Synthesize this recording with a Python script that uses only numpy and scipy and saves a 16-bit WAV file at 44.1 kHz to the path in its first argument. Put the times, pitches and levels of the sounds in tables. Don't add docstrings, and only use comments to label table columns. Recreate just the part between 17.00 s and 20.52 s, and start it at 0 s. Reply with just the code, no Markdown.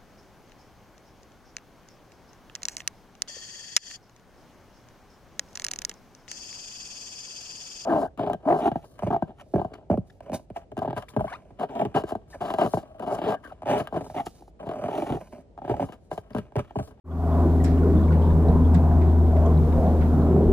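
import sys
import numpy as np
from scipy import signal
from scipy.io import wavfile

SR = 44100
rng = np.random.default_rng(int(sys.argv[2]) if len(sys.argv) > 2 else 0)


def generate_wav(sig):
    pcm = np.round(np.clip(np.atleast_2d(sig).T, -1, 1) * 32767).astype(np.int16)
    wavfile.write(sys.argv[1], SR, pcm)


def invert_db(x):
    u = np.asarray(x, float) / 20
    return 10 ** u


N = 155232

# (time [s], blade rate [Hz], level [dB rms])
BLADES = [
    (0, 82.23, -18.5),
    (0.597, 81.6, -19),
    (1.196, 80.96, -18.5),
    (1.601, 80.78, -18),
    (2.251, 80.42, -17),
    (2.55, 79.44, -18),
    (2.802, 79.9, -22),
    (3.0, 79.25, -19),
    (3.202, 79.1, -20.5),
    (3.52, 79.2, -21),
]
# (multiple [1], level under the tone [dB], phase [rad], flutter [dB])
OVERTONES = [
    (2, -12.5, -1.6, 1.3),
    (3, -12, -2.0, .7),
    (3.27, -17, 0.1, .7),
    (4, -23, -2.3, 2.0),
    (5, -21, -0.4, 1.0),
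    (8, -30, 0.1, 3.0),
]
# (time [s], third [dB], shaft line [dB], fifth [dB])
ECHO_LIFT = [
    (0, 3, 3.5, 0.8),
    (.85, -1, 6, 4.5),
    (1.1, -1, -6, -1),
    (1.4, -3, -4, -3),
    (1.6, 2.5, 4.5, -7),
    (2.1, -2.5, -3.5, -2.5),
    (2.9, 0.7, -5.5, -3),
    (3.52, 5, -5, -2),
]
# (frequency [Hz], level [dB per Hz])
ROAR = [(75, -17.5), (116, -4.5), (142, 0.5), (243, -4.5), (397, -7.5), (511, -16), (710, -15.5),
        (1950, -44), (4500, -69.5), (9900, -110)]
# (frequency [Hz], likeness [0-1])
LIKENESS = [(100, 1), (300, 0.97), (640, 1), (1400, 0.99), (3000, .1)]
# (frequency [Hz], width [Hz], gain [1])
HUMPS = [(176, 48, 0.26), (380, 68, 0.68), (690, 375, 0.73), (1020, 150, 1.24), (1440, 180, 0.43)]
# (time of top [s], centre [Hz], level [dB rms], half length [s])
SWELLS = [(0.311, 690, -29.5, 0.16), (0.33, 1020, -37.5, 0.15), (0.86, 385, -27, 0.075),
          (0.959, 189, -25, 0.088), (0.965, 311, -25.5, 0.061), (1.1, 210, -35.5, 0.33),
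          (1.15, 457, -36, 0.15), (2.9, 519, -31, 0.17), (3.223, 256.1, -27, 0.13),
          (0.493, 332, -30.5, 0.11), (1.219, 907, -37.5, 0.1), (1.3, 163.6, -27, 0.23),
          (1.498, 675.7, -31, 0.064), (1.536, 428, -29.5, 0.12), (1.55, 170, -23, 0.094),
          (1.566, 976, -38, 0.059), (1.77, 170.5, -23.5, 0.07), (1.867, 690, -34.5, 0.15),
          (2.2, 169.4, -39, 0.1), (2.411, 652.3, -28.5, 0.11), (2.467, 1060, -40, 0.051),
          (2.473, 416, -32.5, 0.058), (2.66, 155, -28.5, 0.2), (2.851, 690, -29, 0.094),
          (2.885, 194, -28.5, 0.071), (3.25, 700, -37.5, 0.19), (3.404, 381.6, -22, 0.2),
          (3.352, 190.5, -27.5, 0.19), (0.095, 1090, -38, 0.12), (0.097, 574, -36, 0.069),
          (1.27, 153, -36, 0.043), (1.306, 940, -43, 0.032), (2.11, 167, -26.5, 0.053),
          (2.537, 700, -41, .06), (2.53, 1080, -47, 0.023), (2.735, 1060, -43, 0.065),
          (3.14, 144, -25, 0.061), (3.363, 558, -36, 0.14), (3.2, 1295, -49.5, 0.17),
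          (1.581, 243, -25, 0.059), (3.4, 148, -25.5, .1), (.42, 560, -35, 0.081),
          (1.95, 145.5, -28.5, .08), (.85, 437, -32, 0.054)]
# (time of top [s], level above steady wind [dB], half length [s])
GUSTS = [
    (1.51, 5, .2),
    (2.644, 6, 0.047),
    (2.793, 7.5, 0.047),
    (3.009, 2, .04),
    (3.137, 6, .05),
    (3.5, 12, .05),
]
# (frequency [Hz], level [dB per Hz])
HISS = [(710, -36), (1200, 1), (1360, -1), (2030, -12.5), (4290, -17.5), (6800, -19), (15000, -20.5),
        (15500, -23)]
# (time [s], level [dB])
GAIN_CREEP = [
    (0, 3.5),
    (.5, 1),
    (.9, 0.3),
    (1.6, 0.1),
    (2.3, -0.5),
    (2.85, 2.1),
    (3.52, -2),
]
# (frequency [Hz], level [dB rms])
WHINES = [(5060, -83.5), (6503, -87.5), (7246, -87.5), (8199, -86.5), (11256, -90.5)]
# (time [s], peak level [dB], pitch [Hz], t60 [s])
TICKS = [(.112, -41, 3300, 0.068), (.317, -48, 3500, 0.11), (.6, -40, 1920, 0.12), (.777, -47, 2850, .06),
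         (.935, -53, 3520, 0.074), (.967, -47, 3500, 0.15), (1.036, -45, 3520, 0.088),
         (1.085, -44, 2230, .04), (1.12, -49, 4400, 0.044), (1.162, -52, 2920, 0.036),
         (1.21, -48, 2110, .05), (1.22, -46, 3200, 0.18), (1.235, -47, 3570, 0.25), (1.25, -52, 3200, .15),
         (1.301, -49, 3600, 0.15), (1.484, -44, 3830, 0.06), (1.645, -47.5, 3300, 0.12),
         (2.015, -52, 3600, .08), (2.203, -50, 3693, 0.054), (2.319, -57, 2380, 0.084),
         (2.363, -56, 3460, 0.18), (2.457, -45, 3160, .1), (2.527, -48, 2080, 0.068),
         (2.574, -46.5, 3900, 0.025), (2.586, -52, 2250, .03), (2.723, -52, 3700, 0.11),
         (2.967, -54, 3700, .04), (3.011, -49, 4050, 0.075), (3.028, -53, 3450, .06),
         (3.059, -50, 4070, .08), (3.216, -49.5, 4065, 0.14)]
# (time [s], peak level [dB], pitch [Hz], t60 [s])
KNOCKS = [(.113, -36, 1420, .1), (.829, -33, 1430, 0.16), (.99, -42, 1750, 0.07), (1.104, -32, 1450, .2),
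          (1.13, -39, 1520, .1), (1.02, -42, 1480, .08), (1.302, -38, 1670, 0.05), (1.748, -35, 1650, 0.11),
          (1.91, -40.5, 1680, .06), (3.02, -36, 1400, .06), (3.305, -44, 1400, .08)]
# (time [s], peak level [dB], brightness [Hz], t60 [s])
SNAPS = [(.6398, -33, 7500, 0.03), (.6398, -38, 11200, 0.022), (.6402, -46, 14000, .02),
         (.6448, -35, 7700, 0.045), (.646, -37, 5300, 0.06), (.6455, -44, 11000, .04),
         (.6465, -47, 14500, .02), (.6575, -42, 5000, .05), (.659, -45, 8000, .05),
         (1.7436, -42, 7700, 0.03), (1.7436, -47, 11600, .03), (1.7436, -42, 4800, .035),
         (1.7475, -39, 3700, 0.06), (1.7505, -44, 7200, .025), (.27, -50, 8100, 0.034),
         (.39, -53, 7500, 0.074), (1.484, -55, 11000, 0.027), (2.458, -49, 6600, 0.04),
         (2.462, -52, 5800, .03), (2.589, -52, 8300, .03), (2.586, -55, 11500, .03), (3.13, -52, 8950, .03)]
# (time [s], peak level [dB], centre [Hz],
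# t60 [s])
BROAD_KNOCKS = [(.641, -32, 1600, 0.55), (.643, -40, 3500, .3), (.645, -39.5, 4600, 0.27),
                (1.12, -38, 1690, 0.17), (1.215, -49, 3400, .3), (1.484, -51, 4500, .06),
                (1.742, -33, 1640, 0.22), (1.745, -44, 4000, .2), (1.746, -58, 6000, 0.1),
                (2.013, -36, 1630, 0.16), (2.015, -52, 3500, .1), (2.362, -37, 1600, 0.11),
                (2.722, -39, 1770, 0.096), (3.007, -34.5, 1550, 0.28), (3.009, -51, 3500, 0.097)]

ROAR_PAN_DB, ROAR_LAG_S = -0.34, 0.00007


def rms_one(x):
    return x / np.sqrt(np.mean(x ** 2) + 1e-20)


def at_hz(points, hz):
    table_hz, value = np.array(points).T
    return np.interp(np.log(hz), np.log(table_hz), value)


def drift(rate):
    r = np.exp(-80 * np.pi * rate / SR)
    steps = rng.standard_normal(N // 40 + 2002)
    slow = signal.lfilter([1], [1, -2 * r, r * r], steps)[2000:]
    return np.interp(np.arange(N) / 40, np.arange(len(slow)), rms_one(slow - slow.mean()))


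def resonance(x, hz, width_hz):
    r = np.exp(-np.pi * width_hz / SR)
    poles = [1, -2 * r * np.cos(2 * np.pi * hz / SR), r * r]
    return signal.lfilter([(1 - r * r) / 2, 0, (r * r - 1) / 2], poles, x)


def left_right(mid, side, alike):
    alike = np.clip(alike, 0, 1)
    return np.sqrt(1 + alike) * mid + np.sqrt(1 - alike) * side * [[1], [-1]]


def pair(alike, length):
    mid, side = rng.standard_normal((2, length))
    return left_right(mid, side, alike) / np.sqrt(2)


def placed(x, pan_db, lag_s):
    n = np.arange(N)
    left = np.interp(n - lag_s * SR, n, x[0])
    return np.array([left * invert_db(pan_db / 2), x[1] * invert_db(-pan_db / 2)])


def banded(spectrum, likeness, own_db, shared_db):
    out, together = 0, drift(3.1)
    lowest, highest = spectrum[0][0], spectrum[-1][0]
    edges = lowest * 2 ** np.arange(0, np.log2(highest / lowest), 1 / 3)
    white = rng.standard_normal((2, 2, N))
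    for k, (low, high) in enumerate(zip(edges, edges[1:])):
        sos = signal.butter(2, [low, high], "band", fs=SR, output="sos")
        mid, side = signal.sosfilt(sos, white[k % 2])
        hz = np.sqrt(low * high)
        gain = invert_db(at_hz(spectrum, hz) + shared_db * together + own_db * drift(1.86))
        out = out + gain * left_right(mid, side, at_hz(likeness, hz))
    return rms_one(out)


def propellers():
    time, blade_hz, blade_db = np.transpose(BLADES)
    t = np.arange(N) / SR
    turn = 2 * np.pi * np.cumsum(np.interp(t, time, blade_hz)) / SR
    tone_db = np.interp(t, time, blade_db) + 0.62 * drift(5.4)
    tone = np.sqrt(2) * invert_db(tone_db) * np.cos(turn)

    echo_time, *lifts = np.transpose(ECHO_LIFT)
    lift_db = {m: np.interp(t, echo_time, v) for m, v in zip((3, 3.27, 5), lifts)}
    upper = np.zeros(N)
    for multiple, under_db, phase, flutter_db in OVERTONES:
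        level_db = -18.5 + under_db + lift_db.get(multiple, 0) + flutter_db * drift(1.8)
        wander = multiple * 0.25 * drift(0.99)
        upper += np.sqrt(2) * invert_db(level_db) * np.cos(multiple * turn + phase + wander)
    return placed([tone, tone], 1.8, 0.00023) + placed([upper, upper], ROAR_PAN_DB, ROAR_LAG_S)


def roar():
    base = banded(ROAR, LIKENESS, own_db=2, shared_db=0.5)
    echoed = base + sum(gain * resonance(base, hz, width_hz) for hz, width_hz, gain in HUMPS)

    swells = np.zeros((2, N + SR))
    t = np.arange(SR) / SR - 0.5
    for time, hz, db, half_s in SWELLS:
        width_hz = 0.23 * hz
        noise = pair(at_hz(LIKENESS, hz), SR)
        band = rms_one(resonance(resonance(noise, hz, width_hz), hz, width_hz))
        start = int(time * SR)
        swells[:, start:start + SR] += invert_db(db) * np.exp(-(t / half_s) ** 2) * band
    swells = swells[:, SR // 2:SR // 2 + N]
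    return placed(swells + invert_db(-27.5) * rms_one(echoed), ROAR_PAN_DB, ROAR_LAG_S)


def wind():
    top = signal.butter(6, 64, fs=SR, output="sos")
    bottom = signal.butter(2, 38, "high", fs=SR, output="sos")
    rumble = signal.sosfilt(np.vstack([top, bottom]), pair(0.8, N + SR))[:, SR:]
    t = np.arange(N) / SR
    gust_db = sum(db * np.exp(-((t - time) / half_s) ** 2) for time, db, half_s in GUSTS)
    return invert_db(-33.5 + gust_db + 2.3 * drift(3.8)) * rms_one(rumble)


def hiss():
    t = np.arange(N) / SR
    whines = sum(np.sqrt(2) * invert_db(db) * np.sin(2 * np.pi * hz * t + 2.0 * drift(7.1)) for hz, db in WHINES)
    spectrum = HISS[:-1] + [(21500, HISS[-2][1])]
    noise = banded(spectrum, [(100, 0), (200, 0)], own_db=0.25, shared_db=0.25)
    return invert_db(-53.5 + np.interp(t, *np.transpose(GAIN_CREEP))) * noise + whines


def creaks():
    slips_per_s = 400 * invert_db(5 * drift(6.0))
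    slips = (rng.random((2, N)) < slips_per_s / SR) * rng.standard_normal((2, N))
    ringing = resonance(resonance(slips + 1e-18, 3500, 1300), 3500, 1300)
    return invert_db(-68.5) * rms_one(ringing)


def contacts(events, width, spill_db, rise_s, blow):
    out, t = np.zeros((2, N + SR)), np.arange(SR // 4) / SR
    for time, db, hz, t60 in events:
        burst = pair(0, len(t)) * invert_db(-60 * t / t60) * np.minimum(t / rise_s, 1)
        grain_db = 3 * np.interp(t / 0.002, np.arange(200), rng.standard_normal(200))
        burst = burst * invert_db(grain_db)
        burst[[0, 1], [int(rise_s * SR), int(rise_s * SR + SR / hz / 4)]] += blow
        ring = resonance(resonance(burst, hz, width * hz), hz, 2 * width * hz)
        sound = ring + invert_db(spill_db) * resonance(burst, hz, 0.64 * hz)
        start = int(time * SR)
        out[:, start:start + len(t)] += invert_db(db) * sound / np.abs(sound).max()
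    return out[:, :N]


def ticks():
    return contacts(TICKS, width=0.08, spill_db=-29.5, rise_s=0.001156, blow=14)


def knocks():
    return contacts(KNOCKS, width=0.07, spill_db=-59.5, rise_s=0.0021, blow=35)


def snaps():
    return contacts(SNAPS, width=0.15, spill_db=-21, rise_s=0.00024, blow=4)


def broad_knocks():
    return contacts(BROAD_KNOCKS, width=0.5, spill_db=-44, rise_s=0.0025, blow=0)


def scene():
    sky = propellers() + roar() + wind()
    camera = hiss() + creaks() + ticks() + knocks() + snaps() + broad_knocks()
    return sky + camera


def band_limit(x):
    return signal.sosfilt(signal.butter(12, 16410, fs=SR, output="sos"), x)


def record(dry):
    fade = np.clip((np.arange(N) / SR - 0.04) / (0.41 - 0.04), 0, 1)
    top_cut = signal.ellip(12, 0.3, 70, 15760, fs=SR, output="sos")
    return band_limit(signal.sosfilt(top_cut, dry * fade))


dry = scene()
out = record(dry)
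generate_wav(out)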